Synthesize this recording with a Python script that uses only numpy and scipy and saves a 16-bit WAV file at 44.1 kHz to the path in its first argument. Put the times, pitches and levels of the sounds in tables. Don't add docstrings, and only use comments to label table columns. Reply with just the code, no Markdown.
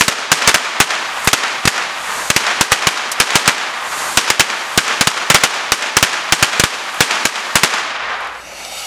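import sys
import numpy as np
from scipy import signal
from scipy.fft import rfft, irfft
from scipy.io import wavfile
from scipy.ndimage import uniform_filter1d

SR = 44100
rng = np.random.default_rng(int(sys.argv[2]) if len(sys.argv) > 2 else 0)


def put_to_file(sound):
    columns = np.atleast_2d(sound).T
    safe = np.clip(columns, -1, 1)
    whole_steps = np.round(safe * 32767)
    wavfile.write(sys.argv[1], SR, whole_steps.astype(np.int16))


def gain_from_db(level_db):
    decades = np.asarray(level_db, float) / 20
    return 10 ** decades


N = 390726

# (time [s], blast in the overloaded capsule [dB], thump [dB], charge as the yard hears it [dB], answer of the
# house fronts [dB])
CRACKER_STRING = [(0.008, 7, -25.5, 2.5, -26), (0.08, 0, -24.5, -2, -13), (0.316, 8, -32, 5, -1.5),
                  (0.474, 10, -26.5, 1, -13), (0.491, 1, -34, -2.5, -17), (0.542, 4.5, -33, -1.5, -12),
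                  (0.801, 9.5, -27.5, 3.5, -0.5), (1.273, 5, -19, 1, -10), (1.33, 3, -29, 1.5, -3),
                  (1.653, -1.5, -17, 2.5, -27), (1.674, 1.5, -19, -6, -1.5), (2.301, 1, -21.5, 3, -15),
                  (2.362, 3, -25, 3, 1), (2.609, 3, -24, 2, -9), (2.718, 7, -26.5, 2, -4),
                  (2.869, 4.5, -27.5, 1.5, -7.5), (3.2, 6.5, -30, 4.5, 0.5), (3.354, 7.5, -29.5, 4, -2),
                  (3.476, 7.5, -28, 0, -6.5), (4.172, 8.5, -29, 5.5, -7),
                  (4.301, 0.5, -29, -3.5, -31), (4.395, 1.1, -23, 1.5, -6), (4.404, 2.6, -33, -17, -22),
                (4.775, 6.6, -23, 4.5, 0), (5.009, 4.3, -28, 1, -21), (5.071, 2.8, -26, -1, -5.5),
                (5.3, 8.5, -29, 4, -17), (5.344, 11.2, -31.5, -3, -16), (5.435, 6.2, -30, 0.5, -9),
                (5.719, 3.8, -30.5, 1.5, -2.5), (5.967, 6.1, -27, 3.5, -15), (6.026, 7.6, -22, 0, -5),
                (6.322, 5.8, -26, 4, -10), (6.425, 7.2, -21, 2, -5.5), (6.596, 3.6, -23, -5, -23),
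                (6.636, 1.4, -17.5, 0, -23), (7.005, 8, -26, 5.5, 1), (7.252, 0.99, -28, 0.5, -6.5),
                (7.554, 8.1, -23.5, 3.5, -8), (7.633, 6.9, -29, 2, -2)]
CRACKERS = CRACKER_STRING
# (frequency [Hz], level per Hz [dB])
BLAST_TONE = [(88, -25), (150, -5), (543, -6), (1600, 0.5), (1890, -1), (2470, 0), (3340, -1), (6990, -6),
              (12600, -19), (13800, -47)]
# (frequency [Hz], level per Hz [dB])
ROLL_TONE = [(65, -65), (110, -16), (164, -22.5), (205, -15), (312, -14.5), (422, -10.5), (457, -10),
             (1200, -3), (2280, -5.5), (6720, -16), (11600, -32.5), (13300, -43)]


def colour(x, spectrum):
    hz, db = np.transpose(spectrum)
    bins_hz = np.maximum(np.arange(2049) * SR / 4096, 1)
    cepstrum = irfft(np.interp(np.log(bins_hz), np.log(hz), db) * np.log(10) / 20)
    cepstrum[1:2048] *= 2
    cepstrum[2049:] = 0
    taps = irfft(np.exp(rfft(cepstrum)))
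    return signal.fftconvolve(x, taps / np.sqrt(np.sum(taps ** 2)))[:len(x)]


def band(x, lo_hz, hi_hz, order=2):
    sos = signal.butter(order, [lo_hz, min(hi_hz, .45 * SR)], "band", fs=SR, output="sos")
    return signal.sosfilt(sos, x)


def unit(x):
    return x / np.sqrt(np.mean(x ** 2))


def flutter(rate_hz, db):
    hold = int(SR / rate_hz)
    steps = np.repeat(rng.standard_normal(N // hold + 1), hold)
    return gain_from_db(db * uniform_filter1d(steps, hold)[:N])


def puff(ms, at_ms, smear_ms):
    return (ms >= at_ms) * np.exp(-np.maximum(ms - at_ms, 0) / max(smear_ms, .2))


def add(out, s, piece):
    i = int(s * SR)
    out[i:i + len(piece)] += piece[:N - i]


def hiss(spectrum, spit_db=-2.0, flicker_db=0.2):
    grains = rng.standard_normal(N) * gain_from_db(spit_db * rng.exponential(size=N))
    return unit(colour(grains, spectrum)) * flutter(35, flicker_db)


def burning_string(t):
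    # (frequency [Hz], level per Hz [dB])
    fuse_tone = [(2470, 2.5), (4200, 5.5), (4600, 7), (5000, 2.5), (6840, 8), (12700, -2.5), (13300, -10)]
    # (time [s], hiss level [dB])
    burn = [(0.0, 0.5), (0.33, -64), (0.55, -33), (1.23, -27), (1.9, -29), (2.0, -25), (2.9, -31),
            (3.8, -29), (3.92, -25), (4.9, -24.5), (5.8, -33), (6.1, -32), (6.7, -26), (7.6, -27),
            (7.72, -53), (8.3, -48.5)]
    return gain_from_db(np.interp(t, *np.transpose(burn))) * hiss(fuse_tone)


def hum(t):
    rumble = unit(band(rng.standard_normal(N), 30, 135))
    mains = np.sin(2 * np.pi * 59.5 * t) * flutter(12, 0.92)
    return gain_from_db(-51.5) * (mains + gain_from_db(-5) * rumble)


def gain_control(t):
    dive_s, hold_s, recover_s = 0.006, 0.069, 0.44
    dive = np.interp(t, (0, recover_s), (.9, 0))
    for s, *_ in CRACKERS:
        shape = np.interp(t - s, (0, dive_s, hold_s, hold_s + recover_s), (0, 1, 1, 0))
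        dive = np.maximum(dive, shape)
    return gain_from_db(-19 * dive)


def bangs():
    # (delay [ms], level [dB], smear [ms])
    near_echoes = [(9.88, -18.5, 4.4), (17.9, -26, 4), (28.65, -22.5, 0.61), (39.25, -25.5, 2.6)]
    # (delay [ms], level [dB], smear [ms])
    wall_echoes = [(70.4, 1.5, 7), (89.4, -4, 9.6), (100.7, -1.5, 80), (106.5, 3, 1.1), (140, -5.5, 1.8),
                   (150, -10, 1.5), (201, -17, 30)]
    surfaces = near_echoes + wall_echoes
    ms = np.arange(SR // 3) * 1000 / SR
    crack, sizzle, thump, near, walls = np.zeros((5, N))
    for s, db, thump_db, charge_db, _ in CRACKERS:
        s += .0008
        shock = puff(ms, 0, 3.4 - 0.09 * db)
        grit = rng.standard_normal(len(ms))
        lumps = uniform_filter1d(rng.standard_normal(len(ms)), size=30) * np.sqrt(30)
        grit *= gain_from_db(3.23 * lumps)

        echoes = []
        for delay_ms, echo_db, smear_ms in surfaces:
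            luck, shift = rng.standard_normal(2)
            level = gain_from_db(echo_db + np.clip(0.47 * luck, -4, 2))
            at_ms = delay_ms + 0.0041 * delay_ms * shift + 0.46 * shift
            echoes.append(level * puff(ms, at_ms, smear_ms))
        close = sum(echoes[:len(near_echoes)]) + gain_from_db(-15.5) * puff(ms, 0.72, 17.5)
        distant = sum(echoes[len(near_echoes):])

        sizzle_db = db + 1.5 + 0.9 * rng.standard_normal()
        add(crack, s, gain_from_db(db + 1.0) * grit * shock)
        add(sizzle, s, gain_from_db(sizzle_db) * grit * (gain_from_db(-2.0) * shock + gain_from_db(-6.5) * close))
        add(near, s, gain_from_db(db) * grit * close)
        add(walls, s, gain_from_db(charge_db - 5.5) * grit * distant)
        add(thump, s, gain_from_db(db + thump_db + 29) * (1 - ms / 1.3) * np.exp(-ms / 1.07))
    air = band(crack, 217, 5830, order=1) + band(sizzle, 4430, 22500) + band(near, 330, 4800, order=1)
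    blasts = colour(air, BLAST_TONE) + gain_from_db(-5) * band(thump, 64, 280, order=1)
    return gain_from_db(1.5) * blasts, colour(walls, ROLL_TONE)


def roll():
    # (frequency [Hz], time to fade by 60 dB [s])
    fade_times = [(150, 1.12), (400, 0.74), (1000, 1.44), (3000, 1.07), (7000, 0.6), (12000, 0.43)]
    t = np.arange(2 * SR) / SR
    fade_hz, fade_s = np.transpose(fade_times)
    yard = 0
    for hz in 140 * 2 ** np.arange(0, 7, .5):
        t60 = np.interp(np.log(hz), np.log(fade_hz), fade_s)
        noise = band(rng.standard_normal(len(t)), hz / 2 ** .25, hz * 2 ** .25)
        yard = yard + noise * gain_from_db(-60 * (t - .15) / t60)
    yard = yard * (1 - 0.57 * np.exp(-(t / 0.096) ** 2))
    far = band(rng.standard_normal(len(t)), 490, 1650, order=1) * gain_from_db(-15.5 - 60 * t / 7.8)
    far *= np.minimum(t / 0.24, 1) * (1 + 0.7 * np.exp(-((t - .52) / 0.091) ** 2))
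    answer = colour(yard + far, ROLL_TONE)
    charges = np.zeros(N)
    for s, _, _, charge_db, _ in CRACKERS:
        charges[int(s * SR)] = gain_from_db(charge_db - 7.5)
    return signal.fftconvolve(charges, answer)[:N] * flutter(60, 1.4)


def blooms(t):
    ms = t[:SR // 2] * 1000 - 116
    rise_ms, fall_ms = 21.5, 75
    swell = np.zeros(N)
    shape = np.exp(-(ms / np.where(ms < 0, rise_ms, fall_ms)) ** 2)
    for s, *_, house_db in CRACKERS:
        add(swell, s, gain_from_db(house_db - 19.5) * shape)
    return swell * unit(band(rng.standard_normal(N), 800, 2300)) * flutter(150, 3)


def slaps():
    # (delay [ms], peak level [dB], smear [ms])
    flat_walls = [
        (105, 0, 3.1),
        (149.8, -8.5, 5.3),
    ]
    out, ms = np.zeros(N), np.arange(SR // 10) * 1000 / SR
    for s, *_, house_db in CRACKERS:
        for delay_ms, db, smear_ms in flat_walls:
            slap = rng.standard_normal(len(ms)) * puff(ms, 0, smear_ms)
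            add(out, s + delay_ms / 1000, gain_from_db(house_db + db - 9.5) * slap)
    return colour(band(out, 600, 8900), BLAST_TONE)


def snaps():
    # (time [s], peak level [dB], lowest frequency [Hz], length [ms])
    clicks = [(.9097, -38, 5000, 2), (1.246, -17, 7130, 12), (3.116, -11.5, 4900, 9.5),
              (3.611, -31, 3000, 2.2), (6.944, -26, 7000, 2), (7.7464, -21, 3500, 2.2),
              (8.2074, -33, 6500, 1.5), (8.2172, -43, 7000, 1.6), (8.2467, -37, 6500, 2.2),
              (8.2727, -36, 6500, 1.6), (8.65, -14.5, 2880, 2.2)]
    out, ms = np.zeros(N), np.arange(SR // 20) * 1000 / SR
    for s, db, low_hz, length_ms in clicks:
        burst = rng.standard_normal(len(ms)) * puff(ms, 0, length_ms)
        click = band(burst, low_hz, 1.7 * low_hz, order=1)
        add(out, s, gain_from_db(db + 5) * click / np.abs(click).max())
    return out


def cricket(t):
    # (time [s], level [dB])
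    chirp_levels = [
        (8.33, -66),
        (8.4, -50),
        (8.5, -43),
        (8.62, -44),
        (8.86, -50),
    ]
    throb = np.maximum(np.cos(2 * np.pi * 48 * (t - 8.431)), 0) + .35
    tone = np.sin(2 * np.pi * 5730 * t)
    return gain_from_db(np.interp(t, *np.transpose(chirp_levels))) * throb * tone * flutter(70, 4.3)


def fresh_fuse():
    # (frequency [Hz], level per Hz [dB])
    sputter_tone = [(590, -27), (1000, -16), (1690, -15), (2870, -3), (3240, -16), (4460, -7), (10500, -19),
                    (13800, -21)]
    # (frequency [Hz], width [Hz], level [dB])
    resonances = [(780, 94, 4.5), (1270, 47, 2), (2250, 47, 7), (2950, 290, -3), (3360, 42, -1),
                  (3660, 39, 6.5), (4370, 310, -2), (5700, 72, -2), (6100, 94, 1), (6800, 170, -1),
                  (7800, 63, 0), (8400, 110, -20), (8980, 86, -16), (10400, 85, -3), (12100, 61, -13),
                  (13100, 97, -13)]
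    powder = hiss(sputter_tone, spit_db=1.5, flicker_db=.8)
    white = rng.standard_normal(N)
    ringing = np.zeros(N)
    for hz, width_hz, db in resonances:
        ring = band(white, hz - 0.32 * width_hz - 25, hz + 0.69 * width_hz + 25, order=1)
        ringing += gain_from_db(db) * np.sqrt(width_hz) * unit(ring) * flutter(17, 3.5)
    return gain_from_db(-2.5) * powder + gain_from_db(-0.5) * unit(ringing)


def lighting(t):
    # (time [s], night air level [dB], fresh fuse level [dB])
    catching = [(8.1, -39, -47), (8.35, -31.5, -37), (8.5, -35.5, -39), (8.601, -34, -32.5),
                (8.7, -34.5, -31.5), (8.78, -37.5, -27), (8.86, -39, -27)]
    # (frequency [Hz], level per Hz [dB])
    night_tone = [(53, -45.5), (90, -41), (192, -18), (302, -19.5), (452, -20), (582, -7), (632, -10.5),
                  (1030, -16.5), (2870, -16), (3230, -31), (5000, -30), (6500, -47), (11000, -120)]
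    s, air_db, fuse_db = np.transpose(catching)
    night = unit(colour(rng.standard_normal(N), night_tone)) * flutter(37, 1.8)
    air = gain_from_db(np.interp(t, s, air_db)) * night
    return air + gain_from_db(np.interp(t, s, fuse_db)) * fresh_fuse() + cricket(t)


def scene():
    # (start [s], end [s])
    dissolve = (8.3, 8.47)
    t = np.arange(N) / SR
    gain = gain_control(t)
    blasts, walls = bangs()
    returns = (walls + roll()) * gain_from_db(-2)
    yard = band(gain * (returns + burning_string(t)), 125, 16000, order=4)
    houses = band(slaps() + blooms(t), 130, 15000, order=3)
    ducked_hum = np.minimum(1.76 * gain, 1) ** 2 * hum(t)
    fade = np.interp(t, dissolve, (1, 0))
    mix = blasts + yard * fade + ducked_hum + lighting(t) * (1 - fade) + houses + snaps()
    return mix[None]


def band_limit(x):
    return signal.sosfilt(signal.butter(12, 13970, fs=SR, output="sos"), x)


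def record(dry):
    clipped = np.clip(dry, -.97, .97)
    low_pass = signal.ellip(6, .2, 24, 13350, fs=SR, output="sos")
    mix = signal.sosfilt(low_pass, clipped)
    return band_limit(mix)


dry = scene()
out = record(dry)
put_to_file(out)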